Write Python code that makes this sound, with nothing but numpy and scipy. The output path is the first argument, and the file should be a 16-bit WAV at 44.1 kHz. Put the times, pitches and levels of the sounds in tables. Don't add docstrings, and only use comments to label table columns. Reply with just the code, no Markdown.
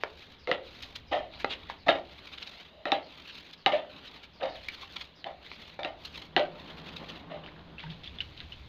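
import sys
import numpy as np
from scipy import signal
from scipy.fft import rfft, irfft, next_fast_len
from scipy.io import wavfile

SR = 44100
rng = np.random.default_rng(int(sys.argv[2]) if len(sys.argv) > 2 else 0)


def write(x):
    x = np.atleast_2d(x).T
    wavfile.write(sys.argv[1], SR, np.round(np.clip(x, -1, 1) * 32767).astype(np.int16))


N = 382788
TIME_S = np.arange(N) / SR

# start in seconds, level in dB, rise in seconds, t60 in seconds,
# air note in Hz, relative level of spray and bubbles in dB.
DUNKS = [(0.471, -26.5, 0.022, 0.16, 540, -14), (.515, -29.5, 0.012, 0.21, 535, -2.5),
         (1.112, -21.5, 0.014, 0.3, 639, -10), (1.862, -26.5, 0.0047, 0.16, 720, -28),
         (1.883, -16, 0.0053, 0.18, 677, -6), (1.939, -30, 0.021, 0.19, 565, -10),
         (2.855, -30.5, 0.015, 0.31, 626, -8), (2.922, -28, 0.01, 0.25, 668, -3.5),
         (3.664, -18.5, 0.0035, 0.19, 733, -12), (3.718, -25, 0.0036, 0.29, 615, -3.5),
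         (4.397, -37.5, 0.015, 0.22, 594, -5), (4.42, -29, 0.009, 0.34, 670, -9.5),
         (5.249, -34.5, 0.019, 0.22, 680, -13), (5.789, -33.5, 0.0024, 0.26, 674, -32),
         (5.83, -32.5, 0.033, 0.23, 680, -10), (6.366, -20.5, 0.01, 0.24, 606, -7),
         (7.295, -38, 0.026, 0.36, 621, -7.5)]
# start in seconds, crack peak in dB, pitch in Hz, boom re crack in dB.
KNOCKS = [(0.4736, -21, 2140, -20), (0.5146, -8, 2010, -18.5), (1.8841, -10.5, 2090, -37),
          (1.889, -14.5, 2670, 2.5), (1.9052, -14.5, 3180, -18), (2.8552, -17.5, 1960, -10),
          (2.9193, -7.5, 3745, -11), (3.662, -4, 2940, -13), (5.2432, -23, 3080, -25),
          (5.833, -21, 3630, -25), (5.848, -17.5, 2800, -12.5), (6.3646, -6.5, 2940, -8.5),
          (6.3773, -17.5, 1860, -7)]
# start in seconds, level in dB, pitch in Hz, t60 in seconds.
GULPS = [(.517, -27, 488, 0.058), (1.138, -28, 600.4, 0.19), (1.891, -23, 713, 0.05),
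         (2.925, -18, 773, 0.014), (3.721, -22, 616, 0.22), (4.428, -28.5, 538, 0.16),
         (6.39, -30, 612.4, 0.2)]
# mode frequency in Hz, gain in dB, t60 in seconds.
JUG_MODES = [(241.6, -27.5, 0.17), (350.6, 0, 0.054), (548, -8.5, 0.059), (686, 2.5, 0.011),
             (728, 3, 0.072), (836, -12, 0.036), (1202, -2.5, 0.03), (1780, 0, 0.021), (1980, -3.5, 0.037),
             (2535, -27.5, 0.13), (2580, -32, 0.067), (3495, -2, 0.022), (3790, -8, 0.11),
             (1327, -6.5, 0.057), (4210, -10.5, 0.025)]
# centre in seconds, half-width in seconds, level in dB, pitch in Hz,
# bandwidth in Hz.
JUG_NOTES = [(2.81, .075, -56, 620, 110), (7.885, .055, -44.5, 158, 22)]
# start in seconds, length in seconds, then bristle, sand and rub levels in dB.
SCRUB_BOUTS = [(-.05, 0.42, -56, -49.5, -60.5), (0.614, 0.38, -53.5, -44.5, -54),
               (1.287, 0.48, -51.5, -51.5, -51), (2.027, .66, -52, -46, -57),
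               (3.039, 0.473, -51.5, -44.5, -57.5), (3.86, 0.38, -52.5, -49.5, -52),
               (4.51, 0.38, -50, -44, -59.5), (4.862, .21, -53, -44, -58.5), (5.399, 0.35, -50.5, -45, -67),
               (5.968, .3, -51, -41.5, -55), (6.505, 0.72, -50.5, -46.5, -51.5)]
# centre in seconds, level in dB, length in seconds, pitch in Hz,
# sand re rasp in dB.
FLICKS = [(0.829, -39.5, 0.022, 3470, 8), (0.96, -33.5, 0.013, 3770, 9.5), (1.405, -41.5, 0.038, 2620, 5),
          (1.515, -32.5, 0.048, 2700, -27), (1.702, -41.5, 0.028, 2000, -5), (2.334, -43, .022, 3140, -4),
          (2.274, -41.5, .01, 2870, 0), (2.382, -39, 0.013, 3070, -5), (2.427, -35.5, 0.016, 3530, -13),
          (2.473, -37, 0.014, 3930, -3), (3.298, -41.5, 0.026, 3100, -15), (3.535, -42, .017, 3450, 4),
          (3.455, -52.5, .02, 3100, 3), (4.074, -43.5, 0.027, 3700, -5), (4.239, -44.5, 0.027, 3160, 0),
          (4.686, -33.5, 0.0055, 3830, 11), (4.965, -33.5, .012, 3020, 0), (5.014, -34, 0.017, 3380, -6),
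          (6.054, -34.5, 0.011, 3750, 9), (6.151, -43, 0.034, 3040, -8), (6.221, -39.5, 0.011, 3280, 0),
          (6.89, -38, 0.01, 3000, -6), (6.968, -37.5, 0.01, 3850, 3), (7.1, -38, 0.014, 3570, 0)]
# start in seconds, peak in dB, pitch in Hz, t60 in seconds.
TAPS = [(.036, -12, 1790, 0.0037), (.037, -27.5, 725, 0.027), (1.4452, -17, 840, 0.021),
        (1.4455, -15.5, 1930, 0.009), (1.699, -25, 1200, 0.007), (4.832, -38.5, 1096, .03),
        (5.012, -32, 3300, 0.015), (5.516, -27.5, 2350, 0.0046)]
# start in seconds, level in dB, first and last pitch in Hz.
SWINGS = [(.375, -54.5, 5030, 3820), (.636, -58, 4270, 3140), (1.06, -54.5, 5000, 4030),
          (1.305, -52, 3200, 4200), (1.762, -58, 4740, 3540), (3.01, -55, 4240, 4020),
          (3.305, -53, 3580, 4200), (3.559, -57, 4830, 3570), (3.725, -53, 3740, 2800),
          (4.319, -57, 5000, 3800), (4.473, -51.5, 4500, 3800), (5.142, -55, 5100, 3660),
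          (5.48, -54, 3620, 4400)]
# start in seconds, level in dB, t60 in seconds, bubbles re spatter in dB.
GUSHES = [(7.436, -58.5, 0.64, 6.5), (7.782, -51.5, 0.71, 0), (7.895, -47, 0.23, -9),
          (8.031, -44.5, 0.26, -6), (8.201, -41.5, 0.097, -13), (8.365, -47, 0.13, -20),
          (8.515, -51, 0.21, -18)]
# start in seconds, level in dB, mid-glide pitch in Hz, t60 in seconds.
DROPS = [(4.6856, -25.5, 2370, 0.021), (7.437, -44.5, 3040, 0.029), (7.462, -35.5, 2880, 0.0048),
         (7.782, -37, 2770, 0.037), (7.8, -43, 2340, 0.035), (7.839, -38.5, 947, 0.031),
         (7.865, -48, 1600, .04), (8.04, -44, 3720, 0.038), (8.075, -35, 3570, 0.02),
         (8.186, -33, 3520, 0.017), (8.2047, -23.5, 3020, 0.022), (8.4033, -28.5, 3900, 0.0027),
         (8.522, -37, 3050, 0.046)]
# time in seconds, level in dB.
RUMBLE_ENVELOPE = [(0, -63.5), (1.05, -56), (1.8, -58), (2.7, -66.5), (4.2, -65.5), (4.62, -58),
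                   (5.15, -65), (6.1, -59.5), (7.6, -57.5), (8.2, -52), (8.68, -52.5)]
# frequency in Hz, gain in dB.
SPRAY_SPECTRUM = [(80, -34), (170, -14.5), (330, 18), (600, 6.5), (1000, -4.5), (1250, -6), (1500, -28),
                  (1950, 15.5), (2400, 10.5), (3000, 17.5), (4200, -1.5), (6000, -18), (15000, -12.5)]
CRACK_SPECTRUM = [(80, -44.5), (250, 6.5), (900, -15.5), (1600, 15), (4200, 10), (7000, -3.5), (15000, -21)]
BRISTLE_SPECTRUM = [(200, -21), (450, -8.5), (900, -11.5), (1500, -11.5), (2300, -5.5), (3400, -3.5),
                    (4300, -5.5), (5500, -22), (7000, -19.5), (15000, -31.5)]
SAND_SPECTRUM = [(2000, -30.5), (4300, 5), (5500, 3.5), (7000, 1), (9000, 1), (15000, 8)]
DULL_SPECTRUM = [(40, -24.5), (120, -10), (220, 3.5), (400, -2), (600, -3), (1000, -4.5), (2000, -14),
                 (4000, -34.5), (6000, -27.5), (15000, -7)]
RUMBLE_SPECTRUM = [(15, -6.5), (35, -17), (62, 2.5), (85, -3.5), (120, -9.5), (250, -17), (1000, -35)]
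MIC_RESPONSE = [(3900, 1.5), (4400, -3.5), (5000, -6.5), (5600, -13), (6500, -14), (7900, -29),
                (10000, -30.5), (13300, -28), (15500, -35)]
# frequency in Hz, t60 in seconds.
ROOM_DECAY = [(200, 0.51), (550, 0.38), (1400, 0.21), (3700, 0.14), (9000, 0.074)]


def dunks(boom_width_hz=290, air_width_hz=45, air_build_s=0.011, wall_width_hz=70):
    out, t = np.zeros(N), np.arange(SR // 3) / SR
    for start_s, db, rise_s, t60_s, hz, wet_db in DUNKS:
        boom = noise_band(grit(len(t), 4000, 3.6), hz, boom_width_hz)
        air = unit_rms(resonate(boom, 0.97 * hz, air_width_hz)) * building(t, air_build_s)
        spray = coloured(grit(len(t), 3000, 1.5), SPRAY_SPECTRUM)
        rub = grit(len(t), 4000, 3.5)
        wall = unit_rms(sum(gain(mode_db) * resonate(rub, mode_hz, wall_width_hz)
                            for mode_hz, mode_db, _ in jug_modes(spread=0.062)))
        pops = bubbles(len(t), per_s=350, low_hz=1100, high_hz=4200, cycles=24, sizes=12)
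        jug = gain(-7) * boom + gain(-12) * air + gain(-9) * wall
        wet = gain(wet_db) * (gain(-6) * spray + gain(-12) * pops)
        add(out, start_s, gain(db) * burst(t, rise_s, t60_s) * (jug + wet))
    return out


def knocks(build_s=0.0012, thud_hz=270, thud_t60_s=0.013):
    out, t = np.zeros(N), np.arange(SR // 4) / SR
    for start_s, db, hz, boom_db in KNOCKS:
        modes = sum(gain(mode_db) * np.sin(2 * np.pi * (mode_hz * t + rng.random())) * dying(t, t60_s)
                    for mode_hz, mode_db, t60_s in jug_modes(spread=0.035))
        boom = gain(boom_db) * unit_peak(modes * building(t, build_s))
        thud = gain(-21) * np.sin(2 * np.pi * thud_hz * t) * dying(t, thud_t60_s)
        crack = click(hz, t60_s=0.016, edge_gain=1.3, partial_gain=0.44)
        add(out, start_s, gain(db) * crack)
        add(out, start_s, gain(db) * (thud + boom))
    return out


def jug_modes(spread):
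    return [(hz * (1 + spread * rng.standard_normal()), db, t60_s) for hz, db, t60_s in JUG_MODES]


def gulps(rise_s=0.0017, throb_db=3, detune=0.013):
    out, t = np.zeros(N), np.arange(SR // 3) / SR
    for start_s, db, hz, t60_s in GULPS:
        throb, sway = waver(50, len(t)), waver(40, len(t))
        ring = unit_peak(sine(hz * (1 + detune * sway)) * building(t, rise_s) * dying(t, t60_s))
        add(out, start_s, gain(db + throb_db * throb) * ring)
    return out


def jug_air():
    out = np.zeros(N)
    for centre_s, half_width_s, db, hz, width_hz in JUG_NOTES:
        wandering_hz = hz + width_hz / 2 * waver(2 * width_hz)
        out += gain(db) * bell(centre_s, half_width_s) * unit_rms(sine(wandering_hz))
    return out


def scrubbing(land_s=0.045, lift_s=0.064, strokes_per_s=12, stroke_db=3.5, flutter_db=3):
    bristle_env, sand_env, rub_env = np.zeros((3, N))
    for start_s, length_s, bristle_db, sand_db, rub_db in SCRUB_BOUTS:
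        span = slice(max(int(start_s * SR), 0), int((start_s + length_s + lift_s) * SR))
        t = TIME_S[span] - start_s
        contact = np.clip(t / land_s, 0, 1) * np.clip((length_s - t) / lift_s + 0.5, 0, 1)
        pressure = np.sin(np.pi * np.clip(t / length_s, 0, 1) ** 1.6)
        ease_db = -4 * (1 - pressure)
        bristle_env[span] += contact * gain(bristle_db + 0.38 * ease_db)
        sand_env[span] += contact * gain(sand_db + ease_db)
        rub_env[span] += contact * gain(rub_db)
    stroke = gain(stroke_db * sine(strokes_per_s * (1 + 0.196 * waver(3.9))))
    bristles = bristle_env * stroke * coloured(grit(N, 16000, 0.8), BRISTLE_SPECTRUM)
    grains = grit(N, 9900, 1.2) + gain(-9) * grit(N, 90, 4)
    sand = gain(1) * sand_env * stroke ** 1.06 * coloured(grains, SAND_SPECTRUM)
    rub = rub_env * coloured(rng.standard_normal(N), DULL_SPECTRUM) * gain(1.7 * waver(12))
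    return (bristles + sand) * gain(flutter_db * waver(66)) + rub


def flicks(width_hz=1900):
    out, count = np.zeros(N), SR // 8
    t = (np.arange(count) - count / 2) / SR
    for centre_s, db, length_s, hz, sand_db in FLICKS:
        rasp = unit_rms(resonate(grit(count, 5000, 1.1), hz, width_hz))
        sand = gain(sand_db) * coloured(grit(count, 2800, 3), SAND_SPECTRUM)
        swish = gain(-11) * coloured(grit(count, 4500, 0.91), BRISTLE_SPECTRUM)
        spread_s = length_s * np.where(t < 0, 0.75, 1.25)
        envelope = np.exp(-(2 * t / spread_s) ** 2)
        add(out, centre_s + t[0], gain(db) * envelope * (rasp + sand + swish))
    return out


def taps(scatter_t60_s=0.014):
    out, t = np.zeros(N), np.arange(SR // 20) / SR
    for start_s, db, hz, t60_s in TAPS:
        contacts = 0.14 * grit(len(t), 2500, 1) * dying(t, scatter_t60_s)
        contacts[0] = 1
        ring = click(hz, t60_s, edge_gain=0.81, partial_gain=0.38)
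        add(out, start_s, gain(db) * unit_peak(signal.fftconvolve(contacts, ring)))
    return out


def swings(length_s=0.099, width_hz=1600):
    out, count = np.zeros(N), int(length_s * SR)
    for start_s, db, first_hz, last_hz in SWINGS:
        noise = grit(SR // 4, 2500, 1)[:count]
        baseband = lowpass(signal.hilbert(noise), width_hz / 2)
        turns = np.cumsum(np.linspace(first_hz, last_hz, count)) / SR
        hiss = unit_rms((baseband * np.exp(2j * np.pi * turns)).real)
        add(out, start_s, gain(db) * hiss * signal.windows.tukey(count, 0.6))
    return out


def pouring(spatter_hz=3300, width_hz=2300, rise_s=0.009):
    out, t = np.zeros(N), np.arange(SR // 3) / SR
    for start_s, db, t60_s, bubble_db in GUSHES:
        spatter = noise_band(grit(len(t), 3000, 1.5), spatter_hz, width_hz)
        sand = gain(-2) * coloured(grit(len(t), 2800, 3), SAND_SPECTRUM)
        pops = bubbles(len(t), per_s=200, low_hz=1400, high_hz=4500, cycles=30, sizes=24)
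        add(out, start_s, gain(db) * burst(t, rise_s, t60_s) * (spatter + sand + gain(bubble_db) * pops))
    return out


def drops(rise_s=0.0004, climb=0.11, spatter_t60_s=0.073):
    out, t = np.zeros(N), np.arange(SR // 10) / SR
    tick = 0.13 * unit_peak(impulse(CRACK_SPECTRUM))
    for start_s, db, hz, t60_s in DROPS:
        turns = hz * t * (1 + climb * (np.minimum(t / t60_s, 1) - 0.5))
        ring = unit_peak(np.sin(2 * np.pi * turns) * building(t, rise_s) * dying(t, t60_s))
        spatter = coloured(grit(len(t), 3000, 1.3), CRACK_SPECTRUM) * dying(t, spatter_t60_s)
        add(out, start_s, gain(db) * (ring + gain(-15) * spatter))
        add(out, start_s, gain(db) * tick)
    return out


def bubbles(count, per_s, low_hz, high_hz, cycles, sizes):
    out = np.zeros(count)
    for hz in np.geomspace(low_hz, high_hz, sizes):
        age_cycles = np.arange(int(cycles * SR / hz)) * hz / SR
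        ring = np.sin(2 * np.pi * age_cycles * (1 + age_cycles / cycles)) * dying(age_cycles, cycles)
        pops = (rng.random(count) < per_s / sizes / SR) * rng.exponential(1, count)
        for at in np.flatnonzero(pops):
            add(out, at / SR, pops[at] * ring)
    return unit_rms(out)


def runoff(centre_s=8.41, half_width_s=0.44):
    droplets = gain(-60) * coloured(grit(N, 2500, 1.5), BRISTLE_SPECTRUM)
    grains = gain(-53) * coloured(grit(N, 1500, 2), SAND_SPECTRUM)
    return bell(centre_s, half_width_s) * hand_echo(droplets + grains) * gain(2.1 * waver(14))


def hand_echo(x, median_delay_s=0.000788):
    delay_s = median_delay_s * np.exp(0.345 * waver(5.9))
    return x + 0.41 * np.interp(TIME_S - delay_s, TIME_S, x)


def room(x, echoes_per_s=3000, predelay_s=0.004):
    count = SR // 2
    echoes = rng.choice([-1., 1.], count) * (rng.random(count) < echoes_per_s / SR)
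    echoes *= np.arange(count) > predelay_s * SR
    hz, t, bands = signal.stft(echoes, SR, nperseg=256)
    tail = signal.istft(bands * dying(t, lookup(ROOM_DECAY, hz)[:, None]), SR, nperseg=256)[1]
    return signal.oaconvolve(x, tail / np.linalg.norm(tail))[:N]


def background(hum_hz=162, hum_width_hz=22):
    dull_noise, hum_noise, rumble_noise, mid_noise, high_noise = rng.standard_normal((5, N))
    mid_hiss = gain(-63) * coloured(mid_noise, BRISTLE_SPECTRUM)
    high_hiss = gain(-62) * coloured(high_noise, SAND_SPECTRUM)
    hiss = hand_echo(mid_hiss + high_hiss)
    murk = coloured(dull_noise, DULL_SPECTRUM) * gain(1.3 * waver(15))
    drone = gain(-50) * bell(centre_s=7.06, half_width_s=0.86) * lowpass(murk, 4200)
    hum_env = gain(-73) + gain(-56) * bell(centre_s=7.22, half_width_s=0.95)
    hum = hum_env * noise_band(hum_noise, hum_hz, hum_width_hz)
    rumble_db = np.interp(TIME_S, *np.transpose(RUMBLE_ENVELOPE))
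    rumble = gain(rumble_db) * coloured(rumble_noise, RUMBLE_SPECTRUM)
    return hiss + gain(-58.5) * murk + drone + hum + rumble


def click(hz, t60_s, edge_gain, partial_gain):
    edge = unit_peak(impulse(CRACK_SPECTRUM))
    t = np.arange(len(edge)) / SR
    ratios = 1, rng.uniform(0.6, 0.78), rng.uniform(1.22, 1.45)
    main, lower, upper = (np.sin(2 * np.pi * hz * ratio * t) for ratio in ratios)
    return unit_peak(edge_gain * edge + (main + partial_gain * (lower + upper)) * dying(t, t60_s))


def grit(count, per_s, spread_db):
    hits = rng.random(count) < per_s / SR
    size = np.minimum(rng.standard_exponential(count, np.float32), 4)
    push = rng.standard_normal(count, np.float32)
    return unit_rms(np.where(hits, gain(spread_db * size) * push, np.zeros(count)))


def waver(rate_hz, count=N):
    step = 32
    size = next_fast_len(count // step + 2, True)
    passband = np.fft.rfftfreq(size, step / SR) < rate_hz
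    slow = irfft(rfft(rng.standard_normal(size)) * passband, size)
    return np.interp(np.arange(count), step * np.arange(size), unit_rms(slow))


def sine(hz):
    return np.sin(2 * np.pi * np.cumsum(hz) / SR)


def building(t, time_constant_s):
    return 1 - np.exp(-t / time_constant_s)


def dying(t, t60):
    return np.exp(-np.log(1000) * t / t60)


def burst(t, rise_s, t60_s):
    return np.minimum(t / rise_s, 1) * dying(np.maximum(t - rise_s, 0), t60_s)


def bell(centre_s, half_width_s):
    return np.exp(-((TIME_S - centre_s) / half_width_s) ** 2)


def lookup(table, hz):
    table_hz, values = np.transpose(table)
    return np.interp(np.log(hz + 1), np.log(table_hz), values)


def impulse(spectrum, size=2048):
    log_gain = np.log(gain(lookup(spectrum, abs(np.fft.fftfreq(size, 1 / SR)))))
    return np.fft.ifft(np.exp(np.conj(signal.hilbert(log_gain)))).real


def coloured(x, spectrum):
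    return unit_rms(signal.oaconvolve(x, impulse(spectrum))[:len(x)])


def resonate(x, hz, width_hz):
    return signal.lfilter(*signal.iirpeak(hz, hz / width_hz, SR), x)


def noise_band(x, hz, width_hz):
    return unit_rms(resonate(resonate(x, hz, width_hz), hz, width_hz))


def lowpass(x, edge_hz):
    return signal.lfilter(*signal.butter(2, edge_hz, fs=SR), x)


def thin(x, edge_hz=170):
    return signal.sosfilt(signal.butter(3, edge_hz, "highpass", fs=SR, output="sos"), x)


def gain(db):
    return 10 ** (np.asarray(db) / 20)


def unit_rms(x):
    return x / np.sqrt(np.mean(x ** 2) + 1e-20)


def unit_peak(x):
    return x / abs(x).max()


def add(mix, start_s, sound):
    part = mix[max(round(start_s * SR), 0):][:len(sound)]
    part += sound[:len(part)]


def scene():
    tapping = taps()
    brushing = gain(-3.5) * hand_echo(scrubbing() + flicks()) + gain(-1) * swings()
    casting = brushing + thin(tapping + drops()) + pouring() + runoff()
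    jug = thin(knocks()) + dunks() + gulps() + jug_air()
    echoes = room(gain(-14) * casting + gain(-13.5) * jug)
    return (casting + jug + echoes + background())[None]


def record(dry, edge_hz=15600):
    dull = signal.oaconvolve(dry[0], impulse(MIC_RESPONSE))[:N]
    band_limit = signal.firwin(511, edge_hz, window=("kaiser", 9), fs=SR)
    return signal.oaconvolve(dull, band_limit, "same")[None]


dry = scene()
out = record(dry)
write(out)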